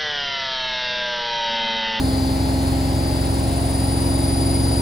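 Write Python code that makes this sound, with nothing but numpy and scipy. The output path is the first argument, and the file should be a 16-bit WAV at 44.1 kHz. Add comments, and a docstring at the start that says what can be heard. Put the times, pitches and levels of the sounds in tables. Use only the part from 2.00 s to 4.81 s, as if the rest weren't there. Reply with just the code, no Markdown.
"""A front-loading washing machine at full spin, still gaining a little speed, heard close to its door.
The unbalanced drum shakes the cabinet: harmonics of its rate add to a thump once a turn.
Bearing tones follow the shaft between those harmonics; the belt-driven motor, some twelve times faster,
hums and whines in harmonics of its own. Filtered noise makes the air roar around the drum and the hiss.
Two microphone ports hear all this with slightly different level and phase."""
import sys
import numpy as np
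from scipy.fft import rfft, irfft, next_fast_len
from scipy.io import wavfile
from scipy.ndimage import map_coordinates

SR = 44100
rng = np.random.default_rng(int(sys.argv[2]) if len(sys.argv) > 2 else 0)


def wrap_up_sound(samples):
    """Save the sound to the file named by the first command line argument, as 16-bit audio."""
    columns = np.atleast_2d(samples).T
    # keep every value between -1 and 1, then stretch to whole-number steps
    tamed = np.clip(columns, -1, 1)
    steps = np.round(tamed * 32767).astype(np.int16)
    wavfile.write(sys.argv[1], SR, steps)


N = 123921
TIME = np.arange(N) / SR  # s


def amp(db):
    """Level to amplitude ratio: 20 dB is a factor of ten."""
    return 10 ** (np.asarray(db) / 20)


def along(points, hz):
    """Spectral interpolation of (f/Hz, value) points on a logarithmic frequency axis."""
    f, value = np.transpose(points)
    return np.interp(np.log(hz + 1), np.log(f + 1), value)


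def curves(rows):
    """Linear interpolation in time: one value per sample for each column after t/s."""
    t, *columns = np.transpose(rows)
    return [np.interp(TIME, t, column) for column in columns]


def wobble(rate):
    """Band-limited random modulation: a smooth curve through random knots, rate knots a second."""
    knots = TIME * rate
    coarse = np.arange(0, knots[-1] + 1, 1 / 8)
    smooth = map_coordinates(rng.standard_normal(2000), [coarse], mode="mirror")
    return np.interp(knots, coarse, smooth)


def random_phase():
    """Incoherence: a starting phase drawn from the whole cycle, in radians."""
    return rng.uniform(0, 2 * np.pi)


def filtered(x, response):
    """Linear filtering: the spectrum times a complex response of frequency."""
    m = next_fast_len(N + SR // 2)  # padding lets the filter ring out
    return irfft(rfft(x, m) * response(np.fft.rfftfreq(m, 1 / SR)), m)[..., :N]


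def spread(phase, mid_db, side_db):
    """Mid-side stereo: a tone whose side part runs a quarter cycle off its middle; levels are rms."""
    mid = amp(mid_db) * np.cos(phase)
    side = amp(side_db) * np.sin(phase)
    return np.sqrt(2) * np.array([mid + side, mid - side])


def rough_tone(phase, rough, rate):
    """Random modulation gives a tone, of rms near 1, narrow noise sidebands."""
    phase = phase + random_phase()
    in_phase = (1 + rough * wobble(rate)) * np.cos(phase)
    quadrature = rough * wobble(rate) * np.sin(phase)
    return (in_phase + quadrature) / np.sqrt(.5 + rough ** 2)


BELT_HZ = 16.6


def belt():
    """Periodic forcing: the belt's join comes round more slowly than the drum."""
    return np.sin(2 * np.pi * BELT_HZ * TIME)


# Motor shaft speed: t/s, rate/Hz (turns per second)
SHAFT_SPEED = [(0, 263.97), (0.6, 266.01), (1.2, 267.56), (1.7, 268.52), (2.2, 269.17), (2.8, 269.45)]
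BELT_RATIO = 11.98  # motor turns per drum turn
THUMP_S = .4985  # a moment when the heavy side of the load strikes


def shaft():
    """Phase is integrated rate: motor and drum angles in radians, the drum's zero at a thump."""
    rate, = curves(SHAFT_SPEED)
    rotor = 2 * np.pi * np.cumsum(rate) / SR
    drum = (rotor - np.interp(THUMP_S, TIME, rotor)) / BELT_RATIO
    return rotor, drum


SHAKE_TRIM_DB = -0.5
SHAKE_WAVER = .012  # unsteadiness added by each higher multiple
THUMP_MULTIPLES = 7  # highest multiple locked to the thump
ODD_LAG_RAD = .75  # odd multiples trail the even ones, which softens the thump
# Cabinet shake, before the trim: multiple of drum rate, mid level/dB, side level/dB, drift/(dB per s)
# Levels hold halfway through.
CABINET_HARMONICS = [(1, -57, -71, 3), (2, -40.5, -64, 0.5), (3, -24.5, -45, 0.5), (4, -29.5, -66, -0.5),
                     (5, -28.5, -54, 3), (6, -32.5, -48, 0), (7, -33, -43, 0), (8, -44, -53, 1),
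                     (9, -37, -41.5, -1), (10, -46.5, -53, 3.5), (11, -37, -44, 1.5), (13, -40, -50, 1),
                     (15, -34, -39, 2), (16, -46, -57, 0), (17, -48, -60, 4), (18, -47, -61, 0),
                     (19, -44.5, -50, 0.5), (20, -56, -60, -9.5), (21, -44.5, -55, 0.5), (22, -64, -54, 8),
                     (23, -55.5, -56, 2.5), (25, -46.5, -58, -1), (26, -54, -59, -1), (27, -44.5, -51, 0.5),
                     (28, -46, -61, 3.5), (29, -51, -67, -7), (30, -49, -62, 4.5), (31, -43.5, -58, -2),
                     (32, -68, -58, -3), (33, -53.5, -57, -3.5), (34, -68, -57, -3), (35, -47, -55, 0),
                     (37, -56, -57, 0.5), (38, -51, -52, -5.5), (39, -58, -60, -5), (40, -52, -59, -3),
                     (41, -55, -51, -1.5), (42, -62, -61, 10), (43, -60.5, -50, 2)]


def cabinet(drum):
    """Fourier synthesis: low harmonics line up in one thump a turn; higher ones smear into a rattle."""
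    from_middle = (np.arange(N) - N / 2) / SR
    out = np.zeros((2, N))
    for multiple, mid_db, side_db, drift_db in CABINET_HARMONICS:
        lag = ODD_LAG_RAD * (multiple % 2) if multiple <= THUMP_MULTIPLES else random_phase()
        phase = multiple * (drum + SHAKE_WAVER * wobble(5.94)) - lag
        waver = 1 + multiple * SHAKE_WAVER * wobble(8.09)
        gain = amp(SHAKE_TRIM_DB + drift_db * from_middle) * waver
        out -= gain * spread(phase, mid_db, side_db)
    return out


BEARING_TRIM_DB = -0.5
BEARING_ROUGH = 0.37  # depth of the waver in amplitude, and in phase/rad
# Bearing tones, before the trim: f as a multiple of drum rate, mid level/dB, side level/dB
BEARING_TONES = [(5.47, -41.5, -61), (13.38, -43, -62), (15.63, -54.5, -57), (16.57, -54, -54),
                 (24.34, -51.5, -59), (27.7, -49, -67), (28.29, -51.5, -66), (35, -53, -65),
                 (35.4, -47, -44), (36.57, -58, -51), (37.17, -46, -50), (43.2, -52, -51)]


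def bearings(drum):
    """Mostly inharmonic partials: wavering tones follow the shaft, nearly all between its multiples."""
    out = np.zeros((2, N))
    for ratio, mid_db, side_db in BEARING_TONES:
        waver = 1 + BEARING_ROUGH * wobble(6.87)
        phase = ratio * drum + random_phase() + BEARING_ROUGH * wobble(7.09)
        out += waver * spread(phase, mid_db, side_db)
    return amp(BEARING_TRIM_DB) * out


MAINS_HZ, MAINS_DB = 100, -37.5  # mains hum, rms level
HUM_TRIM_DB = 0
# Motor hum, before swell and trim: multiple of motor rate, mid level/dB, side level/dB
HUM_HARMONICS = [(1, -26, -43), (2, -42, -49), (3, -52, -46), (4, -54.5, -54), (5, -59, -54), (7, -79, -52)]
# Motor levels: t/s, hum level/dB (only its departure from the mean is used),
# then level/dB of motor multiples 16, 18 and 36 before trim and modulation
MOTOR_LEVELS = [(0, -23, -43, -39.5, -37), (0.2, -22.5, -43, -36, -39), (0.45, -24.5, -44, -39, -39),
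                (0.65, -24, -42.5, -44, -37.5), (0.9, -26.5, -56, -40, -38.5),
                (1.15, -27.5, -51, -36.5, -35), (1.35, -27.5, -56, -42.5, -36), (1.6, -28.5, -60, -42, -33),
                (1.85, -26, -58, -38, -32.5), (2.15, -25, -60, -35.5, -31), (2.45, -25.5, -59, -33.5, -30),
                (2.8, -26.5, -58, -33, -30)]


def mains():
    """Sinusoidal forcing by the electric supply."""
    return np.sin(2 * np.pi * MAINS_HZ * TIME)


def hum(rotor):
    """Rotating unbalance: the rotor's fundamental and first overtones, over the mains hum."""
    level_db = curves(MOTOR_LEVELS)[0]
    out = np.sqrt(2) * amp(MAINS_DB) * mains()
    for multiple, mid_db, side_db in HUM_HARMONICS:
        swell_db = .5 * wobble(8.96)
        if multiple == 1:
            swell_db = swell_db + level_db - level_db.mean()
        phase = multiple * rotor + random_phase()
        out = out + amp(HUM_TRIM_DB + swell_db) * spread(phase, mid_db, side_db)
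    return out


WHINE_TRIM_DB, WHIR_TRIM_DB = -1, -1
WHINE_ROUGH, WHIR_ROUGH = 0.15, 0.42  # noise skirts of the strong and the faint motor lines
SURGE_RAD, FLUTTER_RAD, JITTER_RAD = 0.022, 0.012, .003  # rotor sways with load, with belt, by chance
LOAD_SWELL, BELT_SWELL, RIPPLE = .25, .08, .1  # amplitude modulation depths
SWELL_TURN = 0.13  # where in the drum's turn the load swell peaks
DIP_DB, DIP_TURN, TOP_WAVER_DB = 6.5, 0.42, 0.74  # the top line dips once a drum turn and wavers
# Strong lines: multiple of motor rate
STRONG_MULTIPLES = [16, 18, 36]
# Faint whir, before trim and ripple: multiple of motor rate, level/dB
FAINT_LINES = [(6, -69), (8, -55), (9, -58.5), (10, -57), (11, -58), (13, -54.5), (14, -52.5), (15, -66),
               (17, -65), (19, -55), (20, -55), (21, -69), (22, -64), (23, -56.5), (25, -59), (26, -63),
               (27, -67), (28, -61), (29, -57), (30, -55), (31, -53), (32, -72.5), (33, -57), (34, -66),
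               (35, -52), (37, -64), (38, -52.5), (39, -54.5), (40, -62), (41, -60), (44, -61), (46, -64),
               (50, -63), (52, -61), (54, -57), (56, -64), (57, -65)]


def whine(rotor, drum):
    """Amplitude and phase modulation of slot and commutator tones by load, belt and mains."""
    flutter = belt()
    angle = rotor + SURGE_RAD * np.sin(drum) + FLUTTER_RAD * flutter + JITTER_RAD * wobble(40.5)
    _, low_db, main_db, top_db = curves(MOTOR_LEVELS)
    swell = 1 + LOAD_SWELL * np.cos(drum - 2 * np.pi * SWELL_TURN) + BELT_SWELL * flutter
    dip = ((1 + np.cos(drum - 2 * np.pi * DIP_TURN)) / 2) ** 3  # the cube narrows the dip
    top_db = top_db - DIP_DB * (dip - dip.mean()) + TOP_WAVER_DB * wobble(14)
    gains = amp(low_db) * swell, amp(main_db) * swell, amp(top_db)
    strong = np.zeros(N)
    for multiple, gain in zip(STRONG_MULTIPLES, gains):
        strong += gain * rough_tone(multiple * angle, rough=WHINE_ROUGH, rate=200)
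    faint = np.zeros(N)
    for multiple, level_db in FAINT_LINES:
        faint += amp(level_db) * rough_tone(multiple * angle, rough=WHIR_ROUGH, rate=20)
    ripple = 1 + RIPPLE * mains()
    return (amp(WHINE_TRIM_DB) * strong + amp(WHIR_TRIM_DB) * faint) * ripple


ROAR_TRIM_DB, HISS_TRIM_DB = -2.5, -0.33
ROAR_SWING_DB, ROAR_BELT_DB = 2.5, 1.7  # swell of the roar with drum and with belt
HISS_WAVER_DB = 0.28
# Noise spectrum, before trims and swells: f/Hz, level/(dB per Hz)
AIR_SPECTRUM = [(20, -66), (40, -54), (62, -55), (80, -65), (97, -43.5), (120, -54.5), (170, -58.5),
                (230, -64), (305, -59.5), (370, -56.5), (480, -63.5), (700, -58.5), (850, -61.5),
                (1150, -70), (1500, -72), (2000, -71), (2600, -76), (3300, -75.5), (4100, -72), (4800, -70),
                (5500, -78.5), (6400, -82), (7500, -77), (8700, -86.5), (9600, -72.5), (10800, -82),
                (12500, -85.5), (14300, -81.5), (15600, -86.5)]
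# Left-right likeness: f/Hz, correlation
AIR_LIKENESS = [(60, .97), (150, .85), (400, .6), (700, .2), (1300, 0), (2400, .3), (4000, .62),
                (5600, .25), (7000, .9), (15000, .9)]


def air(drum, split_hz=1100):
    """Broadband turbulence: a roar swells with drum and belt, under a nearly steady brush and bearing hiss."""
    def mid_side(hz):
        mix_angle = np.arccos(np.clip(along(AIR_LIKENESS, hz), -1, 1)) / 2
        return amp(along(AIR_SPECTRUM, hz)) * [np.cos(mix_angle), np.sin(mix_angle)]

    white = np.sqrt(SR / 2) * rng.standard_normal((2, N))  # unit power per Hz
    mid, side = filtered(white, mid_side)
    noise = np.array([mid + side, mid - side])
    roar = filtered(noise, lambda hz: 1 / (1 + (hz / split_hz) ** 4))
    hiss = noise - roar
    roar_db = ROAR_TRIM_DB - ROAR_SWING_DB * np.cos(drum) + ROAR_BELT_DB * belt()
    hiss_db = HISS_TRIM_DB + HISS_WAVER_DB * wobble(12)
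    return roar * amp(roar_db) + hiss * amp(hiss_db)


def scene():
    """Superposition: one shaft drives the layers, which add linearly."""
    rotor, drum = shaft()
    return cabinet(drum) + bearings(drum) + hum(rotor) + whine(rotor, drum) + air(drum)


TOP_HZ = 15850  # band limit
# Port phase: f/Hz, phase/rad by which left leads
PORT_LEAD = [(0, 0), (2400, 0), (3100, 1.1), (4300, .5), (4850, -1), (5300, 0), (6800, 0), (15500, -12.57),
             (22050, -22)]
# Port balance: f/Hz, left minus right level/dB
PORT_BALANCE = [(60, 0), (150, 2), (270, -1), (600, 2.5), (1200, 1.3), (4500, 3.5), (6500, 0.9),
                (15000, -0.5)]


def record(dry):
    """Interchannel level and phase differences: half to each port, and nothing above the band limit."""
    half = np.array([[.5], [-.5]])

    def ports(hz):
        gain = amp(half * along(PORT_BALANCE, hz))
        lead = half * np.interp(hz, *np.transpose(PORT_LEAD))
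        return gain * np.exp(1j * lead) * (hz < TOP_HZ)

    return filtered(dry, ports)


dry = scene()
out = record(dry)
wrap_up_sound(out)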